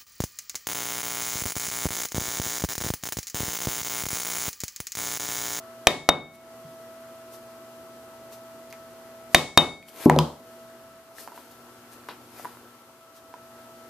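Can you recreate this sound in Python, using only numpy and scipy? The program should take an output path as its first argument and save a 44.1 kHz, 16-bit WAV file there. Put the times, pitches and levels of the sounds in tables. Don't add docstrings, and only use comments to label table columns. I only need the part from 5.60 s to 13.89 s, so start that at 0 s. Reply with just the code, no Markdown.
import sys
import numpy as np
from scipy import signal
from scipy.io import wavfile
from scipy.ndimage import uniform_filter1d

SR = 44100
rng = np.random.default_rng(int(sys.argv[2]) if len(sys.argv) > 2 else 0)


def to_wav(s):
    ch = np.atleast_2d(s).T
    pcm = np.round(np.clip(ch, -1, 1) * 32767)
    wavfile.write(sys.argv[1], SR, pcm.astype(np.int16))


def decibels_to_gain(level_db):
    exponent = np.asarray(level_db, float) / 20
    return 10 ** exponent


N = 365588
EDGE_HZ = 14400
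RECOVERY_DB_PER_S = 56.5

# start/s, length/s
DISSOLVES = [
    (5.007, 1.05),
    (6.961, 1.02),
]


def evened(x):
    return x / np.sqrt(np.mean(x ** 2) + 1e-20)


def read(points, hz):
    f, value = np.transpose(points)
    return np.interp(np.log(hz + 1), np.log(f + 1), value)


def add(mix, s, sound):
    part = mix[..., round(s * SR):][..., :sound.shape[-1]]
    part += sound[..., :part.shape[-1]]


def filtered(x, order, hz, kind):
    return signal.sosfilt(signal.butter(order, hz, kind, fs=SR, output="sos"), x)


def sideways(x, pan_db):
    return x * decibels_to_gain(np.array([[pan_db / 2], [-pan_db / 2]]))


def ring(modes, faster_db_per_s=0, rise_ms=0.12, size=SR // 2):
    t = np.arange(size) / SR
    hz, db, t60 = np.transpose(modes)[:, :, None]
    waves = decibels_to_gain(db - (60 / t60 + faster_db_per_s) * t) * np.sin(2 * np.pi * hz * t)
    return -waves.sum(0) * (1 - np.exp(-1000 * t / rise_ms))


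def crack(decay_ms, low_hz=300, high_hz=18000):
    t = np.arange(600) / SR
    burst = rng.standard_normal(len(t)) * np.exp(-1000 * t / decay_ms)
    return filtered(burst, 1, [low_hz, high_hz], "band")


def noise(gain_db, same, patchy_db):
    frames, hz = N // 256 + 5, np.fft.rfftfreq(1024, 1 / SR)
    a, b, c, d, patches = rng.standard_normal((frames, 513, 5)).T
    patches = uniform_filter1d(patches, size=12, axis=0)
    patches = evened(uniform_filter1d(patches, size=14, axis=1))
    same = same(hz)[:, None]
    left, other = a + 1j * b, c + 1j * d
    z = np.array([left, same * left + np.sqrt(1 - same ** 2) * other])
    z *= decibels_to_gain(gain_db(hz)[:, None] + patchy_db * patches)
    z *= (hz < EDGE_HZ)[:, None]
    return evened(signal.istft(z, nperseg=1024, noverlap=768)[1][:, :N])


def wander(per_s):
    t = np.arange(0, N + 256, 256) / SR
    rates = np.geomspace(0.09 * per_s, per_s, 20)
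    slow = sum(np.sin(2 * np.pi * (f * t + rng.random())) / np.sqrt(f) for f in rates)
    return np.interp(np.arange(N) / SR, t, evened(slow))


def stretches():
    t = np.arange(N) / SR
    first, second = (np.clip((t - s) / length, 0, 1) for s, length in DISSOLVES)
    return np.array([1 - first, first - second, second])


def motor(weight):
    # whine f/Hz, level/dB, drift/(dB per s), octave level/dB, air rush level/dB
    speeds = [
        (657.2, -47, -0.47, -59.5, -61),
        (665, -59.5, -9.5, -60, -61.5),
        (658, -52.5, -0.5, -56.5, -61.5),
    ]
    t = np.arange(N) / SR
    hz, whine_db, drift_db, octave_db, rush_db = np.transpose(speeds)[:, :, None]
    since = t - np.array([[0]] + [[s + length] for s, length in DISSOLVES])
    turn = 2 * np.pi * (hz * t + np.cumsum(0.31 * wander(per_s=6.5)) / SR)
    shape = np.sin(turn) + decibels_to_gain(-24) * np.sin(3 * turn)
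    whine = (weight * decibels_to_gain(whine_db + drift_db * since) * shape).sum(0)
    whine = sideways(decibels_to_gain(0.46 * wander(per_s=5.1)) * whine, pan_db=-1.3)
    octave = np.array([(weight * decibels_to_gain(octave_db) * np.sin(2 * turn + step)).sum(0) for step in (.4, -.4)])
    octave = sideways(decibels_to_gain(1.7 * wander(per_s=28)) * octave, pan_db=5.5)
    return whine + octave, np.linalg.norm(weight * decibels_to_gain(rush_db + 8.5), axis=0)


def mains_hum(weight):
    mains = [(120, -66), (240, -58), (360, -62), (480, -67)]  # f/Hz, level/dB
    slip_turns = 0.43
    t = np.arange(N) / SR
    slip = weight[0] + weight[2] + weight[1] * np.exp(2j * np.pi * slip_turns)
    hum = sum(decibels_to_gain(db + 0.97 * wander(per_s=47)) * np.exp(2j * np.pi * (f * t + rng.random()))
              for f, db in mains)
    return decibels_to_gain(-0.5) * (slip * hum).imag


def air_rush(weight, strength):
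    rush_colour = [(25, -35.5), (118, -12.5), (180, -26.5), (250, -11.5), (600, -15.5), (1350, -16),
                   (2200, -25), (5200, -52)]
    likeness = [(60, -0.12), (150, 1), (380, 0.88), (950, 1), (2380, 0.12), (5980, 0.73), (15000, 0.6)]  # f/Hz, left-right likeness [-1 to 1]
    rush = noise(lambda f: read(rush_colour, f), lambda f: read(likeness, f), patchy_db=1.1)
    rush = sideways(rush, pan_db=1.3)
    rush += weight[1] * decibels_to_gain(-1.5) * filtered(rush, 1, [301.76, 305.04], "band")
    return rush * strength


def distant_hiss(weight):
    hiss_colour = [(1470, -37), (2500, -6.5), (2970, -5), (3770, -8), (4200, -7), (8700, -10),
                   (14000, -7.5)]
    hiss_db = -60
    hiss = noise(lambda f: read(hiss_colour, f) - 30 * np.clip(1 - f / 1500, 0, 1),
                 lambda f: 0 * f, patchy_db=0.3)
    return sideways(decibels_to_gain(hiss_db + 3.5) * np.linalg.norm(weight, axis=0) * hiss, pan_db=1.5)


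def machines():
    weight = stretches()
    whine, rush_strength = motor(weight)
    tones = np.sqrt(2) * (whine + mains_hum(weight))
    return tones + air_rush(weight, rush_strength) + distant_hiss(weight)


def bench(faster_db_per_s, tilt_db, count=5):
    bench_modes = [(80.5, -18, 0.55), (151, -3, 0.42), (168, -5, 0.3), (243, -3.5, 0.4), (348, -0.5, 0.294),
                   (386, -0.5, 0.21), (478, -1.5, 0.3), (584, 0.5, 0.19), (718, -11.5, 0.31),
                   (845, -5.5, 0.33), (995, -4, 0.32), (1130, -8, 0.3), (1260, -11, 0.25)]
    hz, db, t60 = np.repeat(bench_modes, count, axis=0).T
    hz = hz * (1 + .024 * rng.standard_normal(len(hz)))
    db = db - 7 + tilt_db * np.log2(np.maximum(hz, 200) / 400)
    modes = np.transpose([hz, db, t60])
    down = ring(modes[::2], faster_db_per_s, rise_ms=4, size=14000)
    up = ring(modes[1::2], faster_db_per_s, rise_ms=4, size=14000)
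    return down - up


def blows():
    # t/s, thud level/dB, slap of the mallet face/dB, bell tone/dB, other plate modes/dB
    strikes = [
        (0.2704, 12.5, 8, -9.5, -21),
        (0.4896, 13.5, -7, -5, -22),
        (3.7465, 17.5, 12.5, -0.5, -11.5),
        (3.9748, 18.5, 5, 7, -7),
    ]
    # f/Hz, level/dB, t60/s
    thud_modes = [(720, 0.5, 0.0083), (1100, -5, 0.0069), (1454, -18, 0.0019)]
    slap_modes = [(1800, 5, .009), (2400, 1, 0.009), (3090, 0, .008)]
    # f/Hz, level/dB, t60/s
    plate_modes = [(2616, -9, .3), (2993, -2, .2), (3063, -8.5, 0.21), (3311, -9.5, 0.18), (4560, -30, 1.5),
                   (6040, -30, 0.8), (7101, -22, .35), (9222, -32, 1.2), (10524, -27, 0.6)]
    bell_modes = [(3704, 0, .17), (3695, -5, .15), (3644, -15, .25)]
    drone_modes = [(2202, 0, .66), (3704, -6, .55), (3680, -12, .45)]
    spread_db_per_s = 5000
    out = np.zeros((3, N))
    body, bright, heard = out
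    for s, thud_db, slap_db, bell_db, plate_db in strikes:
        thud = decibels_to_gain(thud_db) * ring(thud_modes, size=2000)
        add(body, s, thud + decibels_to_gain(slap_db) * ring(slap_modes, size=2000))
        add(body, s, decibels_to_gain(thud_db - 25) * bench(RECOVERY_DB_PER_S, tilt_db=1.5))
        add(body, s, decibels_to_gain(thud_db + 2.5) * crack(decay_ms=3.1, high_hz=1800))
        add(bright, s, decibels_to_gain(thud_db - 6) * crack(decay_ms=0.81, high_hz=8900))
        bell = decibels_to_gain(bell_db) * ring(bell_modes, RECOVERY_DB_PER_S, rise_ms=1.72)
        plate = decibels_to_gain(plate_db) * ring(plate_modes, RECOVERY_DB_PER_S, rise_ms=0.95)
        add(bright, s, bell + plate)
        add(bright, s, decibels_to_gain(thud_db - 30.5) * ring(drone_modes, 42, rise_ms=17, size=30000))
        add(heard, s, decibels_to_gain(.5) * thud)
        add(heard, s, decibels_to_gain(slap_db - 1.5) * ring(slap_modes, spread_db_per_s, size=2000))
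        add(heard, s, decibels_to_gain(-9.5) * bell)
        add(heard, s, decibels_to_gain(thud_db - 0.5 + 0.95 * slap_db) * np.ones(1))
    return out


def workshop(x):
    decay = [(60, 0.44), (160, 0.51), (420, 0.36), (1100, 0.3), (2900, 0.27), (7700, 0.4), (14000, 0.2)]  # f/Hz, t60/s
    colour = [(60, -16), (200, -0.5), (800, -3), (2000, 0), (5000, -0.5), (12000, -7), (14200, -2),
              (14600, -52.5)]
    left_brighter_db_per_khz = .25
    taps = np.zeros((2, SR // 2))
    at = np.arange(100, SR // 2 - 20, 20) + rng.integers(0, 20, (2, (SR // 2 - 101) // 20))
    np.put_along_axis(taps, at, rng.choice([-1., 1.], at.shape), 1)
    hz, t, z = signal.stft(taps, SR, nperseg=512)
    same = np.clip(1 - (hz[:, None] / 5000) ** 0.81, 0, 1)
    z[1] = same * z[0] + np.sqrt(1 - same ** 2) * z[1]
    z[1] *= decibels_to_gain(-left_brighter_db_per_khz * hz[:, None] / 1000)
    z *= decibels_to_gain(read(colour, hz)[:, None] - 60 * t / read(decay, hz)[:, None])
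    tail = signal.istft(z, SR, nperseg=512)[1]
    return signal.fftconvolve(x[None], tail / np.linalg.norm(tail[0]), axes=1)[:, :N]


def rustles():
    # peak t/s, rise/s, fall/s, level/dB, low body relative level/dB
    movements = [(.754, 0.051, 0.022, -50, -4), (1.74, 0.032, 0.055, -46.5, -8),
                 (2.73, 0.023, 0.074, -48.5, -20), (3.131, .003, .03, -54, 4),
                 (3.738, .04, 0.0067, -48, -14), (4.288, 0.023, .025, -44, -5), (4.43, 0.14, 0.33, -37, -1),
                 (5.599, 0.063, 0.13, -43.5, -7), (5.76, 0.042, 0.25, -52, -1.5),
                 (5.914, 0.0091, 0.052, -55, -6), (6.33, .03, 0.072, -49.5, -4),
                 (6.488, 0.0031, 0.077, -48, 8), (6.789, 0.11, 0.24, -47, -2),
                 (7.57, 0.042, .05, -53.5, -14)]
    rustle_colour = [(70, -29.5), (300, 1), (1000, -4), (2500, -3), (4500, 4.5), (8000, 1), (12000, 4),
                     (15000, 6)]
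    edge_db, roundness = 20, 1.26
    t, top, body = np.arange(N) / SR, np.zeros(N), np.zeros(N)
    for s, rise_s, fall_s, db, body_db in movements:
        away = np.where(t < s, (s - t) / rise_s, (t - s) / fall_s)
        on = away < 2
        stroke = decibels_to_gain(db - edge_db * away[on] ** roundness)
        top[on] += stroke
        body[on] += stroke * decibels_to_gain(body_db)
    slide = noise(lambda hz: read(rustle_colour, hz), lambda hz: .9 - hz / 14000, patchy_db=1.2)
    low = filtered(slide, 2, 2400, "low")
    grit = decibels_to_gain(1.4 * uniform_filter1d(rng.standard_normal(N), size=40) * np.sqrt(40))
    return sideways(grit * (top * evened(slide - low) + body * evened(low)), pan_db=3)


def bump():
    s, db, hz = (1.049, -31.5, 146)  # t/s, level/dB, f/Hz
    out = np.zeros((3, N))
    add(out[::2], s, -ring([(hz, db, 8 / hz)], rise_ms=4.9))
    return out


def ticks():
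    # t/s, level/dB, f/Hz, length/ms, left-right/dB
    knocks = [(3.1032, -40, 5000, .5, 0), (3.109, -44, 4800, .8, 0), (3.1267, -23, 2300, 0.45, -0.5),
              (4.227, -30.5, 2292, 1.4, -2), (4.286, -31, 3100, 1.03, -0.5), (4.292, -36, 5030, 0.42, 4),
              (4.362, -33, 11550, 0.62, -3.5), (4.385, -40.5, 4500, .6, 1.5), (4.444, -42, 4500, .8, -3),
              (5.584, -29, 1800, 0.9, 7.5), (5.676, -24.5, 870, 1.3, -4), (5.685, -30.5, 940, 0.78, -7),
              (5.72, -36, 940, 3.5, -4), (5.777, -29.5, 970, 1.4, 0.5), (6.4875, -21, 1050, 1.3, 2),
              (6.797, -30, 720, 2, 3), (6.848, -25, 1050, 1.8, 8), (6.854, -20.5, 990, 1.7, -1.5),
              (6.9715, -32, 1300, .6, 3), (7.74, -28.5, 960, 1.9, -4.5)]
    click_below_db, click_db_per_octave, top_hz = 16.5, 7.5, 3984
    out = np.zeros((2, N))
    for s, db, hz, ms, pan_db in knocks:
        click_db = db - click_below_db + click_db_per_octave * np.log2(min(hz, top_hz) / 1024)
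        modes = [(hz, db, ms * .008), (1.4 * hz, db - 5, ms * .004), (.45 * hz, db - 9, ms * .004)]
        tick = ring(modes, rise_ms=.2, size=600)
        click = decibels_to_gain(click_db + 6) * crack(decay_ms=.2, low_hz=800)
        add(out, s, sideways(tick + click, pan_db))
    return filtered(out, 2, 300, "high")


def mallet_laid_down():
    # t/s, knock level/dB, knock f/Hz, click level/dB, click f/Hz
    bounces = [
        (4.4590, 13, 276, -22.5, 955),
        (4.498, 20, 822, 6, 1910),
        (4.5628, 11, 560, -12.5, 3830),
        (4.5886, 12, 967, 7.5, 3160),
    ]
    # f/Hz, level below the click/dB, t60/s
    stamp_modes = [(3192, -38, .3), (3140, -37, .12), (5066, -38, .16), (5150, -37, .1)]
    bench_below_db, bench_db_per_octave = 14, -5
    damping_db_per_s = 118
    out = np.zeros((3, N))
    body, bright, heard = out
    for s, knock_db, hz, click_db, click_hz in bounces:
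        bench_db = knock_db - bench_below_db + bench_db_per_octave * np.log2(hz / 256)
        knock = -ring([(hz, knock_db, 8 / hz)], rise_ms=900 / hz, size=3000)
        click_modes = [(click_hz, click_db, 14 / click_hz), (1.4 * click_hz, click_db - 9, .003)]
        add(body, s, knock)
        add(body, s, decibels_to_gain(bench_db) * bench(damping_db_per_s, tilt_db=-7.5))
        add(bright, s, ring(click_modes, size=3000))
        add(bright, s, decibels_to_gain(click_db - 12) * crack(decay_ms=1.2))
        add(heard, s, decibels_to_gain(4) * knock + ring([(click_hz, click_db + 2.5, 5 / click_hz)], size=3000))
        add(heard, s, decibels_to_gain(click_db + 3) * np.ones(1))
    add(bright, s, decibels_to_gain(click_db) * ring(stamp_modes, rise_ms=3))
    return out


def scene():
    body, bright, heard = blows() + bump() + mallet_laid_down()
    small = ticks()
    near = sideways(body, pan_db=1.5) + sideways(bright, pan_db=3.5)
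    near[1] = np.roll(near[1], -1)
    room = decibels_to_gain(-9.5) * sideways(workshop(heard + decibels_to_gain(2) * small.mean(0)), pan_db=0.1)
    return near + room + small + rustles() + machines()


def low_pass(x):
    return signal.sosfilt(signal.butter(12, 15620, fs=SR, output="sos"), x)


def record(dry):
    dry = filtered(dry, 2, 45, "high")
    keep = np.exp(-1 / (0.0025 * SR))
    power = signal.lfilter([1 - keep], [1, -keep], (dry ** 2).mean(0))
    power_db = 10 * np.log10(power + 1e-12)
    climb = np.arange(N) * RECOVERY_DB_PER_S / SR
    held_db = np.maximum.accumulate(power_db + climb) - climb
    over_db = np.maximum(held_db + 19.5, 0)
    lag = np.exp(-1 / (0.0031 * SR))
    ducked = dry / decibels_to_gain(signal.lfilter([1 - lag], [1, -lag], 0.57 * over_db))
    clipped = np.clip(ducked, -.95, .95)
    edge = signal.firwin(255, EDGE_HZ, window=("kaiser", 5), fs=SR)
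    edged = signal.oaconvolve(clipped, edge[None], "same")
    leak = decibels_to_gain(-17) * (clipped - edged)
    return low_pass(edged + leak)


dry = scene()
out = record(dry)
to_wav(out)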